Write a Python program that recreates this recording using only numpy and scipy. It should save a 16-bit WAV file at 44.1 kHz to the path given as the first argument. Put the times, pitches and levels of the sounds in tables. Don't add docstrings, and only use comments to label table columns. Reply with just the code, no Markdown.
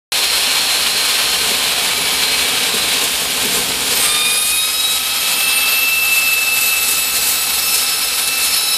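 import sys
import numpy as np
from scipy import signal
from scipy.fft import rfft, irfft
from scipy.io import wavfile

SR = 44100
rng = np.random.default_rng(int(sys.argv[2]) if len(sys.argv) > 2 else 0)


def wav_record(signal):
    frames = np.transpose(np.atleast_2d(signal))
    bounded = np.clip(frames, -1, 1)
    quanta = np.round(bounded * 32767).astype(np.int16)
    wavfile.write(sys.argv[1], SR, quanta)


N = 386757
T = np.arange(N) / SR
HZ = np.fft.rfftfreq(N, 1 / SR)
TEETH = 66

# (frequency [Hz], relative density [dB])
CHIP_SPECTRUM = [(1500, -36), (4000, -6), (6200, -3), (7000, 0), (8500, 1.5), (10800, 0), (12200, -1.5),
                 (12700, -5.5), (15000, -10.5)]


def amp(db):
    return 10 ** (np.asarray(db) / 20)


def unit(x):
    return x / np.sqrt(np.mean(x ** 2) + 1e-20)


def ramp(start_s, takes_s):
    return np.clip((T - start_s) / takes_s, 0, 1)


def bell(peak_s, sigma_s):
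    return np.exp(-np.minimum(((T - peak_s) / sigma_s) ** 2, 100) / 2)


def curves(rows):
    times_s, *columns = np.transpose(rows)
    return [np.interp(T, times_s, column) for column in columns]


def colour(x, spectrum):
    hz, db = np.transpose(spectrum)
    low_cut = 1 / np.sqrt(1 + (hz[0] / (HZ + 1)) ** 6)
    gain = amp(np.interp(np.log(HZ + 1), np.log(hz), db))
    return unit(irfft(rfft(x) * low_cut * gain, N))


def wander(hz):
    grid_s = np.arange(0, N, 32) / SR
    grid_hz = np.fft.rfftfreq(len(grid_s), grid_s[1])
    spectrum = rfft(rng.standard_normal(len(grid_s))) / (1 + (grid_hz / hz) ** 2)
    return np.interp(T, grid_s, unit(irfft(spectrum, len(grid_s))))


def resonance(hz, centre_hz, width_hz):
    return 1 / (1 + ((hz - centre_hz) / width_hz) ** 2) ** 2


def ringing(modes, drive):
    power = np.zeros(len(HZ))
    for hz, db, width_hz in modes:
        peak = resonance(HZ, hz, width_hz)
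        power += amp(db) ** 2 * peak / peak.mean()
    return irfft(rfft(drive) * np.sqrt(power), N)


def grains(per_s, spread_db):
    size = amp(spread_db * np.minimum(rng.exponential(1, N), 3))
    return unit(size * rng.choice([-1., 1.], N) * (rng.random(N) < per_s / SR))


def bursts(blows, decay_s):
    envelope = sum(amp(db) * (T > s) * np.exp(-np.maximum(T - s, 0) / decay_s) for s, db in blows)
    return envelope * rng.standard_normal(N)


def bite_surge_db():
    # (peak time [s], hiss rise [dB], sigma [s])
    bites = [(1.49, 2, .06), (3.026, 1.5, 0.013), (3.57, 3.5, 0.043), (3.997, 3, 0.13), (4.47, 2.5, 0.078),
             (4.94, 4, 0.03), (5.286, 4, .03), (6.17, 2, 0.036), (6.617, 4, .05), (6.902, 5, 0.073),
             (7.17, 5, 0.028), (7.29, 6.5, 0.043), (7.734, 5, 0.076), (8.446, 6, 0.019)]
    return sum(db * bell(s, sigma_s) for s, db, sigma_s in bites)


def cutting(tooth_cycles):
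    # (time [s], relative shudder level [dB], relative roar level [dB])
    cut_levels = [(0.12, -42, -17), (1.17, -41.5, -17), (1.55, -38.5, -17.5), (3.04, -36, -17.5),
                  (3.1, -39, -19.5), (3.65, -34, -22.5), (4, -37, -20.5), (4.6, -46.5, -22),
                  (5.6, -41, -16.5), (5.95, -44.5, -20.5), (8.77, -43.5, -19.5)]
    # (frequency [Hz], relative density [dB])
    shudder_spectrum = [(32, -18), (60, -2.5), (100, -6), (140, 1), (200, 0), (250, 2), (355, -5.5),
                        (420, 4), (490, 3), (560, -9), (700, 0), (1200, -19), (3000, -40)]
    # (frequency [Hz], relative density [dB])
    heavy_spectrum = [(370, -9), (430, -6.5), (600, -7), (1050, -4.5), (1350, -6), (1600, -3), (2050, -6),
                      (2300, 0), (3300, 1), (4300, -0.5), (4600, -3), (5400, -6), (5900, -12),
                      (15000, -27.5)]
    light_spectrum = [(350, -38), (600, -6.5), (1050, -5.5), (1500, -3.5), (2050, -4), (2300, 1), (3300, 0),
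                      (4300, 2.5), (4600, -1), (5400, -2.5), (5900, -12), (9000, -32), (15000, -30)]
    shudder_db, roar_db = curves(cut_levels)
    surge_db = bite_surge_db()
    turn = np.cos(2 * np.pi * tooth_cycles / TEETH)
    tooth = np.cos(2 * np.pi * tooth_cycles)
    eased = ramp(start_s=3.23, takes_s=1.23)
    chatter_db = wander(24) * (1.1 + .4 * eased)

    jolts = rng.standard_normal(N) + .52 * grains(per_s=30, spread_db=2.5)
    shudder = colour(jolts, shudder_spectrum)
    shudder *= amp(shudder_db + 3.5 + .45 * surge_db + .9 * turn + .67 * wander(18))

    grit = rng.standard_normal(N) + .36 * grains(per_s=900, spread_db=2.2)
    tearing = grit * (1 + .3 * tooth)
    roar = np.sqrt(1 - eased) * colour(tearing, heavy_spectrum)
    roar += np.sqrt(eased) * colour(tearing, light_spectrum) * amp(-2.5)
    roar *= amp(roar_db - .23 + .2 * surge_db + .31 * turn + .83 * chatter_db)

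    spray = unit(grains(per_s=7000, spread_db=1.1) + 1.3 * rng.standard_normal(N))
    hiss = colour(spray * (1 + .11 * tooth), CHIP_SPECTRUM)
    hiss *= amp(-22 + surge_db - 2 * eased + .36 * turn + .96 * chatter_db)
    return shudder + roar + hiss


def bench_echoes(x, share):
    delays = rng.integers(SR // 300, SR // 30, size=12)
    echoes = sum(rng.choice([-1, 1]) * np.roll(x, delay) for delay in delays)
    return (x + share * echoes) / np.sqrt(1 + len(delays) * share ** 2)


def housing():
    # (frequency [Hz], level [dB], width [Hz])
    modes = [(64, -52, 6.2), (90, -57.5, 20), (312.5, -53.5, 11), (435, -53, 29), (495, -46, 13),
             (815, -48, 20)]
    hum_hz, hum_db = 63.6, -54
    hum = amp(hum_db) * unit(np.sin(2 * np.pi * hum_hz * T))
    return ringing(modes, rng.standard_normal(N)) + hum


def tooth_tone(tooth_cycles, order, throb, rough, rasp_rad=0):
    high_spot_turns = np.interp(T, [4.7, 5.4], [.38, .88])
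    swell = 1 + throb * np.cos(2 * np.pi * (tooth_cycles / TEETH - high_spot_turns))
    phase = 2 * np.pi * (order * tooth_cycles + rng.random()) + rasp_rad
    return unit((swell + rough * wander(24)) * np.cos(phase) + rough * wander(28) * np.sin(phase))


def whistle(tooth_cycles):
    # (multiple of tooth rate, relative level [dB])
    overtones = [(3, 0), (4, -9), (6, -17), (8, -7)]
    fade_db_per_s, smother_s, smother_db_per_s = 2.2, 3.05, 36
    level_db = -23.5 - fade_db_per_s * T - smother_db_per_s * np.maximum(T - smother_s, 0)
    tilt_db = -2.5 * ramp(1.25, .55)
    tones = sum(amp(db + tilt_db * (k - 1.5)) * tooth_tone(tooth_cycles, round(k), throb=.1, rough=.17)
                for k, db in overtones)
    return amp(level_db) * tones


def disc(tooth_cycles):
    # (frequency [Hz], relative level [dB])
    free_modes = [(4258, -38), (4317, -34), (4743, -39), (5749, -39), (6508, -38.5), (7014, -44),
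                  (7517, -47), (8016, -40), (8505, -42.5), (8974, -39), (9428, -38), (10198, -39),
                  (10490, -35), (10734, -41), (10971, -36), (11712, -43), (11978, -36), (12166, -41)]
    # (time [s], gain [dB])
    freedom = [(0, -25), (2.3, -13), (3.8, -13), (4.4, -3), (5.8, -2.5), (6.7, -1), (8.77, 4)]
    ring_db, = curves(freedom)
    pattern = irfft(np.exp(2j * np.pi * rng.random(800)), 16384)
    teeth = np.interp(tooth_cycles / TEETH % 1, np.linspace(0, 1, len(pattern)), pattern)
    drive = unit(.5 * unit(teeth) + rng.standard_normal(N))
    modes = [(hz, db, 4 + hz * .0016) for hz, db in free_modes]
    return ringing(modes, drive) * amp(ring_db + .45 * bite_surge_db())


def squeals():
    # (peak time [s], frequency [Hz], level [dB], sigma [s], width [Hz])
    rubs = [(0.64, 4330, -28, 0.95, 97), (2.1, 10490, -32, 0.13, 30), (2.301, 2290, -30.5, 0.47, 40),
            (2.302, 4160, -21, 0.086, 46), (2.36, 8970, -29, .1, 16), (2.83, 4025, -24, 0.1, 49),
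            (2.841, 8500, -32, 0.14, 15), (3.98, 12070, -24, .04, 130), (4.068, 9100, -23.5, 0.12, 25),
            (4.1, 8300, -25, 0.11, 25), (4.33, 10940, -27, 0.13, 40), (4.4, 9900, -23.5, 0.14, 25),
            (4.45, 8527, -27, .2, 22), (4.45, 12200, -29, .14, 180), (4.478, 10500, -29, 0.13, 97),
            (4.56, 9981, -25, .08, 18), (4.6, 11348, -32, .2, 35), (4.7, 9006, -30, 0.31, 20),
            (4.95, 8030, -45, 0.28, 18), (5.36, 3240, -28, 0.55, 80)]
    out = np.zeros(N)
    for s, hz, db, sigma_s, width_hz in rubs:
        phase = 2 * np.pi * hz * T
        narrow_noise = wander(width_hz) * np.cos(phase) + wander(width_hz) * np.sin(phase)
        out += amp(db) * bell(s, sigma_s) * narrow_noise
    return out


def chips():
    # (time [s], relative level [dB])
    strikes = [(1.4794, -18), (2.3194, -8), (2.7506, -9), (3.0394, -3), (4.9194, -20), (6.6109, -7),
               (6.9094, -1), (7.7794, -2), (8.2746, -1), (8.4394, -11), (8.6994, -10)]
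    rattle = bursts(strikes, decay_s=.011)
    return amp(-13) * np.std(rattle) * colour(rattle, CHIP_SPECTRUM)


def knocks():
    # (time [s], level [dB])
    snatches = [(1.51, -23), (1.97, -23), (2.74, -20), (3.02, -25), (3.45, -20), (3.57, -26.5),
                (3.92, -23.5)]
    # (frequency [Hz], relative density [dB])
    bench_spectrum = [(150, -10.0), (240, 2.5), (330, -17), (420, 5), (700, -21.5)]
    thump = bursts(snatches, decay_s=.031)
    return np.std(thump) * colour(thump, bench_spectrum)


def whine(tooth_cycles, tooth_hz):
    # (multiple of tooth rate, level [dB])
    overtones = [(1, -36.5), (2, -31), (3, -33), (4, -36), (6, -46), (7, -44), (8, -34), (9, -31),
                 (10, -39), (11, -41)]
    # (frequency [Hz], level [dB], width [Hz])
    modes = [(1212, -30.5, 9.8), (2444, -23, 20), (2504, -22.5, 16), (3655, -20, 41), (3778, -19.5, 22),
             (3855, -17.5, 12), (3929, -24.5, 9.4), (4900, -30, 56), (5100, -27, 45)]
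    # (peak time [s], multiple of tooth rate, level [dB], rise sigma [s])
    lock_ons = [(5.48, 2, -22, .08), (5.5, 7, -23.5, .11), (5.5, 10, -30, .2), (5.87, 9, -25, 0.2),
                (6.082, 2, -16, 0.42), (6.85, 9, -26, 0.71), (7, 6, -30, .55), (7.2, 11, -29.5, 0.35),
                (7.68, 2, -26, 0.045), (7.82, 4, -25, .19), (8.35, 2, -23, 0.057), (8.66, 8, -26, 0.14),
                (8.74, 4, -22, .24), (8.75, 3, -25.5, 0.35)]
    fall_to_rise = 1.42
    judder_rad = .28 * bell(4.54, .4) * wander(110)
    out = np.zeros(N)
    for k, steady_db in overtones:
        k = round(k)
        power = amp(steady_db) ** 2
        power += sum(amp(db) ** 2 * resonance(k * tooth_hz, hz, width_hz) for hz, db, width_hz in modes)
        power += sum((amp(db) * bell(s, rise_s * np.where(T > s, fall_to_rise, 1))) ** 2
                     for s, order, db, rise_s in lock_ons if round(order) == k)
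        tone = tooth_tone(tooth_cycles, k, throb=.29, rough=.082 * k, rasp_rad=k * k / 10 * judder_rad)
        out += np.sqrt(power) * tone
    return out * ramp(start_s=3.97, takes_s=.1)


def motor_and_fan(tooth_cycles):
    # (multiple of vane rate, relative level [dB])
    fan_tones = [(1, -43), (3, -35), (4, -41)]
    vanes_per_tooth, motor_per_tooth, motor_db = .947, .623, -45.5
    fan = sum(amp(db) * tooth_tone(tooth_cycles, k * vanes_per_tooth, throb=0, rough=.44)
              for k, db in fan_tones)
    fan *= amp(.5 - 9 * ramp(7.5, 1.55))
    motor = amp(motor_db) * tooth_tone(tooth_cycles, motor_per_tooth, throb=0, rough=.25)
    return ramp(start_s=4.8, takes_s=.63) * (motor + fan)


def scene():
    # (time [s], tooth rate [Hz])
    speed = [(0, 1377.5), (1.33, 1377.5), (2, 1333), (3, 1248), (3.35, 1207), (4.03, 1200), (4.4, 1232),
             (4.78, 1282), (5, 1292), (5.42, 1320), (5.92, 1326.5), (6.3, 1316), (7, 1315.5),
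             (7.65, 1320.5), (7.85, 1315), (8.3, 1320), (8.77, 1311)]
    tooth_hz, = curves(speed)
    tooth_cycles = np.cumsum(tooth_hz + .44 * wander(6.9)) / SR
    body = housing()
    tones = whistle(tooth_cycles) + whine(tooth_cycles, tooth_hz) + motor_and_fan(tooth_cycles)
    steel = disc(tooth_cycles) + squeals()
    cut = bench_echoes(cutting(tooth_cycles), share=.12)
    saw = body + tones + steel + cut + chips() + knocks()
    return np.array([saw, saw])


def record(dry):
    start_s, ceiling, cutoff_hz = .12, .75, 15260
    opened = dry * np.clip((T - start_s) * SR / 32, 0, 1)
    rounded = opened / (1 + (opened / ceiling) ** 8) ** (1 / 8)
    low_pass = signal.firwin(767, cutoff_hz, window=("kaiser", 9), fs=SR)
    return signal.oaconvolve(rounded, low_pass[None], "same")


dry = scene()
out = record(dry)
wav_record(out)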